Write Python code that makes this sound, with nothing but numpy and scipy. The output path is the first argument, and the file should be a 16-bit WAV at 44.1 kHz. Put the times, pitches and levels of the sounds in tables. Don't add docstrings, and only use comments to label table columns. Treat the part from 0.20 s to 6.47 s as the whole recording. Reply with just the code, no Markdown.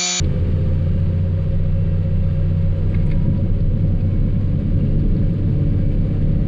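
import sys
import numpy as np
from scipy import signal
from scipy.fft import rfft, irfft
from scipy.io import wavfile
from scipy.ndimage import uniform_filter1d, map_coordinates

SR = 44100
rng = np.random.default_rng(int(sys.argv[2]) if len(sys.argv) > 2 else 0)


def wav_record(signal):
    frames = np.transpose(np.atleast_2d(signal))
    bounded = np.clip(frames, -1, 1)
    quanta = np.round(bounded * 32767).astype(np.int16)
    wavfile.write(sys.argv[1], SR, quanta)


N = 276507
CYLINDERS = 6


def amp(db):
    return 10 ** (np.asarray(db) / 20)


def unit_rms(x):
    return x / np.sqrt(np.mean(x ** 2) + 1e-20)


def curves(rows):
    time_s, *columns = np.transpose(rows)
    return [np.interp(np.arange(N) / SR, time_s, column) for column in columns]


def coloured(x, spectrum, peaks=()):
    points_hz, points_db = np.transpose(spectrum)
    hz = np.fft.rfftfreq(N, 1 / SR)
    shape_db = np.interp(np.log(hz + 1), np.log(points_hz + 1), points_db, -120, -120)
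    return unit_rms(irfft(rfft(x) * amp(shape_db + resonance_db(hz, peaks)), N))


def resonance_db(hz, peaks):
    return sum(db / (1 + (2 * (hz - centre) / width) ** 2) for centre, width, db in peaks)


def drift(top_hz):
    steps = rng.standard_normal(N // 512 + 40)
    lowpass = signal.butter(2, top_hz, fs=SR / 512, output="sos")
    steps = unit_rms(signal.sosfilt(lowpass, steps)[30:])
    return np.interp(np.arange(N) / 512, np.arange(len(steps)), steps)


def tone(turns, db, waver_db=1.0, waver_turns=.04, waver_hz=5):
    phase = turns + rng.random() + waver_turns * drift(waver_hz)
    return np.sqrt(2) * amp(db + waver_db * drift(waver_hz)) * np.sin(2 * np.pi * phase)


def engine(cycles, load):
    harmonic_orders = [1, 2, 4, 7, 8, 11, 12, 14, 18, 21, 24, 26, 28, 32, 33, 38, 40, 42]
    # unloaded_db, full_load_db
    harmonic_levels = [(-39, -42), (-31.5, -30), (-40, -38.5), (-33.5, -37.5), (-41, -38), (-33, -35.5),
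                       (-39, -40), (-45.5, -42), (-59, -60), (-52.5, -55), (-56, -57.5), (-52, -53),
                       (-53, -53), (-55, -54.5), (-62.5, -59.5), (-61, -60.5), (-71.5, -74), (-71, -69)]
    whine_orders = [35, 36, 41.88, 45, 46.88, 53.25, 62, 66, 71.06, 75, 79.06, 82, 83.69, 88, 99.94, 105.06,
                    117.2, 125.62, 140.69, 176.06, 187.45, 210.88, 234.31, 257.81]
    # unloaded_db, full_load_db
    whine_levels = [(-51.5, -57), (-50.5, -57), (-66.5, -67), (-75, -70.5), (-65, -66.5), (-67.5, -69),
                    (-66.5, -72.5), (-67, -73.5), (-67.5, -71.5), (-76, -68), (-72, -80.5), (-68, -82),
                    (-77.5, -71), (-63.5, -76), (-71, -70), (-69.5, -72), (-74, -73.5), (-73.5, -80.5),
                    (-69, -72), (-70.5, -77.5), (-76, -77.5), (-78, -79), (-74, -76.5), (-80.5, -77.5)]
    # centre_hz, width_hz, gain_db
    cab_modes = [(90.5, 10, 5.5), (148.5, 14, 6.5), (164, 10, 5), (269.4, 16, -13.5), (413.5, 5.3, 3),
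                 (510, 35, 4.5), (738, 7.4, 8), (1390, 15, 3.5), (1922, 21, 9), (2178, 16, 8),
                 (2222, 30, 8), (2250, 12, -4), (2280, 45, 9), (2630, 90, 6), (2697, 14, 9), (2730, 30, -6),
                 (2814, 18, 16), (3592, 20, 5), (3760, 25, 5), (3905, 40, 6.5), (4135, 40, 5)]
    pump_order, hop = 17.74, 256
    cycle_hz = np.gradient(cycles[::hop]) * SR / hop

    def partial(order, unloaded_db, full_load_db, **waver):
        cab_db = np.repeat(resonance_db(order * cycle_hz, cab_modes), hop)[:N]
        level_db = unloaded_db + (full_load_db - unloaded_db) * load + cab_db
        return tone(order * cycles, level_db, **waver)

    out = partial(CYLINDERS, -25, -25, waver_db=.6, waver_turns=.012)
    out += partial(9, -34.5, -32, waver_db=1.4, waver_turns=.018, waver_hz=2)
    out += partial(10, -30, -39.5, waver_db=1.4, waver_turns=.018, waver_hz=2)
    for order, levels_db in zip(harmonic_orders, harmonic_levels):
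        out += partial(order, *levels_db, waver_db=3.0, waver_turns=.022, waver_hz=2.7)
    out += partial(pump_order, -40.5, -32.5)
    out += partial(2 * pump_order, -44, -54, waver_db=1.5, waver_turns=.02)
    for order, levels_db in zip(whine_orders, whine_levels):
        out += partial(order, *levels_db, waver_db=2.4, waver_turns=.08)
    return out


def clatter(cycles, level_db, repeat_db=-3.0, throb=0.14):
    # freq_hz, level_db
    spectrum = [(450, -28.5), (600, -4.5), (660, -14), (830, -16.5), (1000, -12), (1400, -14),
                (2000, -14.5), (3000, -18), (4900, -27), (5400, -34), (6400, -39), (6800, -33.5),
                (7300, -38.5), (8300, -38.5), (9600, -46.5), (10300, -46), (11500, -60), (13000, -78)]
    # centre_hz, width_hz, gain_db
    wall_modes = [(754, 87, 9.5), (900, 60, 4.5), (1184, 52, 6), (1612, 65, 6.5), (1940, 54, 1.5),
                  (2280, 71, 6), (2570, 29, 3.5), (2780, 97, 3), (3060, 45, 5), (3560, 90, 1.5),
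                  (3980, 83, 4.5), (4420, 110, 4), (4650, 80, 3.5)]
    pattern = rng.standard_normal(2048)
    position = ((cycles + 0.00091 * drift(5.2)) * len(pattern)) % len(pattern)
    repeated = unit_rms(map_coordinates(pattern, [position], order=3, mode="grid-wrap"))
    firing_pulse = 1 + throb * np.cos(2 * np.pi * CYLINDERS * cycles)
    loose = rng.standard_normal(N) * firing_pulse * amp(1.4 * drift(30))
    return amp(level_db) * coloured(amp(repeat_db) * repeated + loose, spectrum, wall_modes)


def passing_whines(fade_share=0.23):
    # start_s, length_s, pitch_hz, climb_hz_per_s, level_db
    glides = [(-.2, .8, 402, 15, -41), (4.05, 2.6, 404, 29, -43), (3.15, 1.2, 476, 26, -46),
              (2.74, .53, 952, 50, -53.5), (3.75, .7, 1032, 72, -61), (2.685, .05, 8150, -11000, -72)]
    out = np.zeros(N)
    for start_s, length_s, pitch_hz, climb, level_db in glides:
        t = np.arange(N) / SR - start_s
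        swell = np.clip(np.minimum(t, length_s - t) / (fade_share * length_s), 0, 1) ** 2
        turns = pitch_hz * t + climb * t ** 2 / 2
        out += swell * tone(turns, level_db, waver_db=2.5, waver_turns=.07, waver_hz=12)
    return out


def cab_drone(level_db):
    # freq_hz, level_db
    spectrum = [(12, -25), (20, -16.5), (45, -3.5), (75, -5), (100, -10), (125, -13), (165, -13.5),
                (215, -11.5), (265, -24.5), (340, -19.5), (480, -23), (550, -18.5), (600, -34.5),
                (660, -54), (900, -65.5)]
    return amp(level_db + drift(3.0)) * coloured(rng.standard_normal(N), spectrum)


def cab_boom(pitch_hz=24.2, climb_hz_per_s=0.93, skirt_hz=6, skirt_db=-5.5):
    # time_s, level_db
    bounce_levels = [(0, -25), (.3, -24.5), (.7, -24), (1.12, -33.5), (1.31, -18.5), (1.7, -21.5),
                     (2.4, -24.5), (2.55, -18), (3.05, -18.5), (3.18, -36.5), (3.3, -16.5), (3.7, -22),
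                     (4.25, -20.5), (4.5, -21), (5.0, -15.5), (5.15, -29), (5.3, -16), (5.65, -20.5),
                     (6.27, -21)]
    level_db, = curves(bounce_levels)
    t = np.arange(N) / SR
    turns = pitch_hz * t + climb_hz_per_s * t ** 2 / 2
    skirt = drift(skirt_hz) * np.cos(2 * np.pi * turns) + drift(skirt_hz) * np.sin(2 * np.pi * turns)
    bounce = tone(turns, 0, waver_turns=.25, waver_hz=1.66)
    return amp(level_db) * unit_rms(bounce + amp(skirt_db) * skirt)


def ground_rumble(level_db):
    # freq_hz, level_db
    spectrum = [(25, -25), (35, -4.5), (60, -13.5), (90, 2), (120, -2), (160, 2.5), (200, -3.5),
                (226, -4.5), (245, -17), (275, -14), (330, -10.5), (400, -29.5), (560, -26), (620, -40.5),
                (800, -69.5)]
    return amp(level_db + 1.6 * drift(9.3)) * coloured(rng.standard_normal(N), spectrum)


def rattles(attack_s=0.0037, blow_s=.005, blow_db=-5):
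    # start_s, low_db, low_mid_db, high_mid_db, high_db, decay_s
    bursts = [(0.04, -47, -40, -45, -59, 0.006), (2.741, -37, -49, -56, -72, 0.011),
              (2.795, -50, -60, -60, -75, 0.018), (2.859, -47, -62, -60, -56, 0.011),
              (2.895, -43, -53, -58, -75, 0.0099), (2.911, -34, -42, -47, -61, 0.008),
              (3.175, -64, -63.5, -48, -76, .005), (3.401, -54, -53.5, -47.5, -78.5, 0.006),
              (3.803, -51, -58, -56, -83, 0.01), (4.24, -59, -58, -60, -69, 0.0073),
              (4.789, -70.5, -60, -53, -77.5, 0.009), (4.963, -47, -52, -43, -83, .003),
              (5.097, -77, -80, -79, -63, .004), (5.132, -79, -78, -79, -61, .005),
              (5.656, -79, -79, -78, -65, .005), (5.714, -80, -79.5, -78, -64, .005),
              (5.749, -73, -78, -78, -64, 0.005), (5.987, -84, -77, -83, -64, .005)]
    # pitch_hz, width_hz, level_db
    mode_groups = [
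        [(1000, 370, -6), (1700, 200, -4), (2093, 180, 0), (2260, 170, 2), (2560, 200, -2)],
        [(2980, 300, -4), (3400, 280, -2), (3680, 280, 1), (3950, 280, -4)],
        [(4350, 300, 0), (4670, 300, -2.5), (5100, 400, -9)],
        [(6800, 1100, -3), (8700, 1100, 1.5), (9800, 1000, -5)],
    ]
    knocks = np.zeros((len(mode_groups), N))
    t = np.arange(3000) / SR
    for start_s, *levels_db, decay_s in bursts:
        noise, lumps = rng.standard_normal((2, len(t)))
        envelope = (1 - np.exp(-t / attack_s)) * np.exp(-t / decay_s)
        burst = noise * envelope * amp(2.0 * unit_rms(uniform_filter1d(lumps, 60)))
        burst[round(blow_s * SR)] += amp(blow_db) * np.linalg.norm(burst)
        burst *= np.linalg.norm(envelope) / np.linalg.norm(burst)
        start = round(start_s * SR)
        knocks[:, start:start + len(t)] += amp(levels_db)[:, None] * burst
    return sum(ring(drive, modes) for drive, modes in zip(knocks, mode_groups))


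def ring(knocks, modes):
    out = np.zeros(N)
    for k, (hz, width, db) in enumerate(modes):
        broad = signal.lfilter(*signal.iirpeak(hz, hz / (3 * width), SR), knocks)
        narrow = signal.lfilter(*signal.iirpeak(hz, hz / width, SR), broad)
        out += (-1) ** k * amp(db) * narrow * np.sqrt(SR / 2 / width)
    top_hz = modes[-1][0]
    return signal.sosfilt(signal.butter(4, 1.15 * top_hz, fs=SR, output="sos"), out)


def scene():
    # time_s, firing_hz
    engine_speed = [(0, 83.2), (.4, 87.4), (.6, 89.2), (.8, 90.4), (1.2, 91.5), (1.6, 91.9), (2.4, 92.1),
                    (2.8, 92.5), (3.2, 93.5), (4.4, 95.4), (5.2, 96.6), (6.27, 98.6)]
    # time_s, load (0-1), ground_db, clatter_db, drone_db
    effort = [(0, 0.02, -21.5, -45.5, -28.5), (.3, 0.24, -24.5, -45.5, -27), (.45, 0, -27.5, -46.5, -27),
              (.8, 0.3, -30.5, -48, -27), (1.5, 0.1, -38.5, -49, -27), (2.6, 0.02, -31, -48.5, -28.5),
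              (2.75, 0.18, -23, -47.5, -25.5), (3.25, 0.2, -21.5, -50, -28),
              (3.5, 0.7, -22.5, -50.5, -27.5), (4.4, 0.88, -22.5, -49.5, -28),
              (4.9, 0.98, -20, -48.5, -27.5), (5.3, 1, -22, -48.5, -27), (6.27, 0.9, -27.5, -49, -24.5)]
    firing_hz, = curves(engine_speed)
    load, ground_db, clatter_db, drone_db = curves(effort)
    cycles = np.cumsum(firing_hz) / SR / CYLINDERS
    drone = cab_drone(drone_db)
    machinery = engine(cycles, load) + clatter(cycles, clatter_db) + passing_whines()
    return (drone + machinery + rattles() + cab_boom() + ground_rumble(ground_db))[None]


def record(dry, threshold_db=-17.5, cut_db_per_db=0.24, ceiling=.46, top_hz=15700):
    power_db = 10 * np.log10(abs(uniform_filter1d(dry[0] ** 2, 500)) + 1e-12)
    over_db = np.maximum(power_db - threshold_db, 0)
    held = dry / amp(cut_db_per_db * uniform_filter1d(over_db, 400))
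    rounded = held / (1 + (held / ceiling) ** 6) ** (1 / 6)
    lowpass = signal.firwin(511, top_hz, window=("kaiser", 9), fs=SR)
    padded = np.pad(rounded, ((0, 0), (255, 255)), "reflect")
    return signal.oaconvolve(padded, lowpass[None], "valid")


dry = scene()
out = record(dry)
wav_record(out)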